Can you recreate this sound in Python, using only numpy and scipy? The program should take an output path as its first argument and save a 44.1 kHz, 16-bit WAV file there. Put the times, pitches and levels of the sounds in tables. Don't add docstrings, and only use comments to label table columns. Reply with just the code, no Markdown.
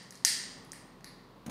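import sys
import numpy as np
from scipy import signal
from scipy.fft import rfft, irfft
from scipy.io import wavfile

SR = 44100
rng = np.random.default_rng(int(sys.argv[2]) if len(sys.argv) > 2 else 0)


def generate_wav(sig):
    pcm = np.round(np.clip(np.atleast_2d(sig).T, -1, 1) * 32767).astype(np.int16)
    wavfile.write(sys.argv[1], SR, pcm)


N = 66150

# (time [s], strength [dB])
SNAPS = [(-.31, 16.5), (0.2495, 16)]


def from_db(db):
    return 10 ** (np.asarray(db) / 20)


def at_hz(points, hz):
    freqs_hz, values = np.transpose(points)
    return np.interp(np.log(np.maximum(hz, 1)), np.log(freqs_hz), values)


def noise(spectrum):
    gain = from_db(at_hz(spectrum, np.fft.rfftfreq(N, 1 / SR)))
    x = irfft(rfft(rng.standard_normal(N)) * gain, N)
    return x / x.std()


def resonate(x, hz, width_hz):
    r = np.exp(-np.pi * width_hz / SR)
    feedback = [1, -2 * r * np.cos(2 * np.pi * hz / SR), r * r]
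    return signal.lfilter(np.array([1, 0, -1]) * (1 - r * r) / 2, feedback, x + 1e-18)


def impulses(times_s, db, size):
    out = np.zeros(size)
    index = np.round(np.asarray(times_s) * SR).astype(int)
    np.add.at(out, np.clip(index, 0, size - 1), from_db(db))
    return out


def lighter(covered):
    # (delay [s], level [dB])
    bounces = [(0, -2), (.0015, -18.5)]
    # (time [s], strength [dB], gain when covered [dB], gains of parts 0-5 [dB])
    ticks = [(.0322, -34.5, 5, -25, 3, -7, -4, 9.5, -12), (.1075, -20.5, -0.5, 0.5, -14, 4, 1, 6.5, 4),
             (.124, -27, 0.5, 14, 15, -13, 5, 6, 12), (.1545, -26.5, -2, 7, -11, 6, 3, 4, -11),
             (.174, -29.5, 5.5, -15, 12, -12, -18, 2, -21), (.649, -37, 3, 0, -10, -11, -10, 16.5, -16),
             (.7189, -17, 3, -16.5, -18.5, 3.5, 6, -1.5, 0), (.7325, -18, 1, 12.5, 4, -22, 6, 4, 9),
             (1.0085, -30, 2, 10, -1.5, -7, -15.5, -6, -12), (1.0442, -14.5, -1, 8.5, 9.5, -5, -8.5, 4, 1)]
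    # (frequency [Hz], level [dB], width [Hz])
    modes = [(840, -21, 1700), (1844, -0.5, 295), (3310, -13, 600), (4255, -6.5, 330), (4624, -7, 140),
             (4800, -12, 220), (5292, -3.5, 450), (5760, -2.5, 980), (6500, -3.5, 1500), (8640, -6.5, 150),
             (8860, -4.5, 340), (10300, -11.5, 600), (10810, -9, 550), (14300, -19, 1400)]
    mode_parts = [0, 0, 2, 1, 1, 3, 2, 2, 2, 3, 3, 4, 4, 5]
    lead_s, crack_db, crack_low_hz = .5, -42, 900
    skirt_ratio = .36
    size = N + int(lead_s * SR)
    blows = [(s + delay_s, db + bounce_db) + (0,) * 7 for s, db in SNAPS for delay_s, bounce_db in bounces]
    times_s, strength_db, cover_db, *part_db = np.transpose(blows + list(ticks))
    times_s = times_s + lead_s
    strength_db = strength_db + cover_db * covered
    crack = impulses(times_s, strength_db + crack_db + part_db[-1], size)
    out = signal.sosfilt(signal.butter(1, crack_low_hz, "high", fs=SR, output="sos"), crack + 1e-18)
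    for (hz, mode_db, width_hz), part in zip(modes, mode_parts):
        strikes = impulses(times_s, strength_db + mode_db + part_db[part], size)
        ring = resonate(strikes, hz, width_hz)
        out += (-1) ** part * resonate(ring, hz, skirt_ratio * hz)
    return out


def reverberation(x):
    # (frequency [Hz], t60 [s])
    t60 = [(200, -3), (1000, 0.84), (2000, 0.8857), (5000, 0.6645), (8500, 0.57), (11000, 0.2842),
           (15000, 0.44)]
    # (frequency [Hz], level [dB])
    colour = [(200, 11), (1000, 6), (1900, 0.5), (3000, 11.5), (4500, 5), (6000, -2), (8500, 3.5),
              (11000, 4.5), (15000, -0.5)]
    # (delay [s], level [dB])
    reflections = [(.0071, -24), (.0082, -14), (0.0099, -18), (.0179, -21.5)]
    gap_s, build_s = .0062, .005
    scatter_db, scatter_s = -2.5, .004
    size = len(x)
    t, hz = np.arange(size) / SR, np.fft.rfftfreq(size, 1 / SR)
    white, tail = rfft(rng.standard_normal(size)), 0
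    edges_hz = np.geomspace(100, 17000, 26)
    for low, high in zip(edges_hz, edges_hz[1:]):
        centre_hz = np.sqrt(low * high)
        decay = np.exp(-np.log(1000) * t / at_hz(t60, centre_hz))
        band = irfft(white * ((hz >= low) & (hz < high)), size)
        tail += from_db(at_hz(colour, centre_hz)) * band * decay / np.linalg.norm(decay)
    build = 1 - np.exp(-np.maximum(t - gap_s, 0) / build_s)
    scatter = rng.standard_normal(size) * np.exp(-t / scatter_s)
    scatter *= from_db(scatter_db) / np.linalg.norm(scatter)
    early = impulses(*np.transpose(reflections), size)
    return signal.fftconvolve(x, scatter + early + tail * build)[:size]


def room_tone(t):
    # (frequency [Hz], relative density [dB])
    spectrum = [(20, -22.5), (60, -8.5), (90, -5.5), (130, 0), (190, -0.5), (270, -1), (450, -2.5),
                (700, -7.5), (1100, -4.5), (1600, -15), (2300, -19), (4400, -20.5), (6000, -30),
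                (8000, -33.5), (15000, -34.5)]
    # (time [s], level [dB])
    envelope = [(0, -57.5), (.22, -58), (.3, -55.5), (.8, -55.5), (1.0, -57.5), (1.5, -57)]
    # (frequency [Hz], level re room tone [dB])
    standing_waves = [(128, -9.5), (170, -9.5), (198, -8.5), (254, -9.5)]
    side_db = -25.5
    tone = noise(spectrum)
    for hz, db in standing_waves:
        wave = resonate(rng.standard_normal(N + SR), hz, width_hz=9)
        wave = resonate(wave, hz, width_hz=hz)[SR:]
        tone += from_db(db) * wave / wave.std()
    gain = from_db(np.interp(t, *np.transpose(envelope)))
    return gain * tone, gain * from_db(side_db) * noise(spectrum)


def gas_jet(t):
    # (frequency [Hz], relative density [dB])
    spectrum = [(1000, -23.5), (2000, 2), (5000, 1), (7000, -5), (10500, -3), (12000, -15), (16000, -20.5)]
    level_db, off_s, fade_s = -65, .53, .045
    valve = (t > SNAPS[-1][0]) * np.clip((off_s - t) / fade_s + 1, 0, 1)
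    return from_db(level_db) * valve * noise(spectrum)


def hum(t):
    hz, rms_db, start_s, rise_s = 39, -69.5, .27, .26
    fade = np.clip((t - start_s) / rise_s, 0, 1)
    return from_db(rms_db) * fade * np.sqrt(2) * np.sin(2 * np.pi * hz * t)


def table_bumps(t):
    # (time [s], thud [dB], scuff [dB], thud rise [s])
    bumps = [(0.809, -61.5, -75, .02), (1.4617, -43.5, -46.5, 0.0072), (1.475, -40.5, -56.5, 0.01),
             (1.4945, -52, -45.5, 0.0075)]
    # (frequency [Hz], relative density [dB])
    thud_spectrum = [(30, -20), (80, 3.5), (130, 0.5), (230, 8.5), (400, -9.5), (800, -7), (1400, -20),
                     (3000, -39), (16000, -65)]
    # (frequency [Hz], relative density [dB])
    scuff_spectrum = [(300, -5), (1200, 1), (2300, -0.5), (3500, -3.5), (5000, -9), (6500, -2),
                      (7800, -12.5), (9000, -4.5), (12000, -13.5), (15000, -14)]
    top_hz, top_width_hz, strike_re_thud_db = 214, 49, 44.5
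    out = 0
    for start_s, thud_db, scuff_db, rise_s in bumps:
        age = np.maximum(t - start_s, 0) / rise_s
        strike = impulses([start_s], [thud_db + strike_re_thud_db], N)
        boom = resonate(resonate(strike, top_hz, top_width_hz), top_hz, width_hz=top_hz)
        thud = from_db(thud_db) * age * np.exp(1 - age) * noise(thud_spectrum)
        scuff = from_db(scuff_db) * 2 * age * np.exp(1 - 2 * age) * noise(scuff_spectrum)
        out += boom + thud + scuff
    return out


def scene():
    t = np.arange(N) / SR
    clicking = lighter(covered=True) + reverberation(lighter(covered=False))
    events = clicking[-N:] + gas_jet(t) + table_bumps(t)
    tone, side = room_tone(t)
    mid = events + tone + hum(t)
    return np.array([mid + side, mid - side])


def record(dry):
    limit, cutoff_hz = .8, 15550
    rounded = limit * np.tanh(dry / limit)
    return signal.sosfilt(signal.ellip(10, .1, 70, cutoff_hz, fs=SR, output="sos"), rounded)


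dry = scene()
out = record(dry)
generate_wav(out)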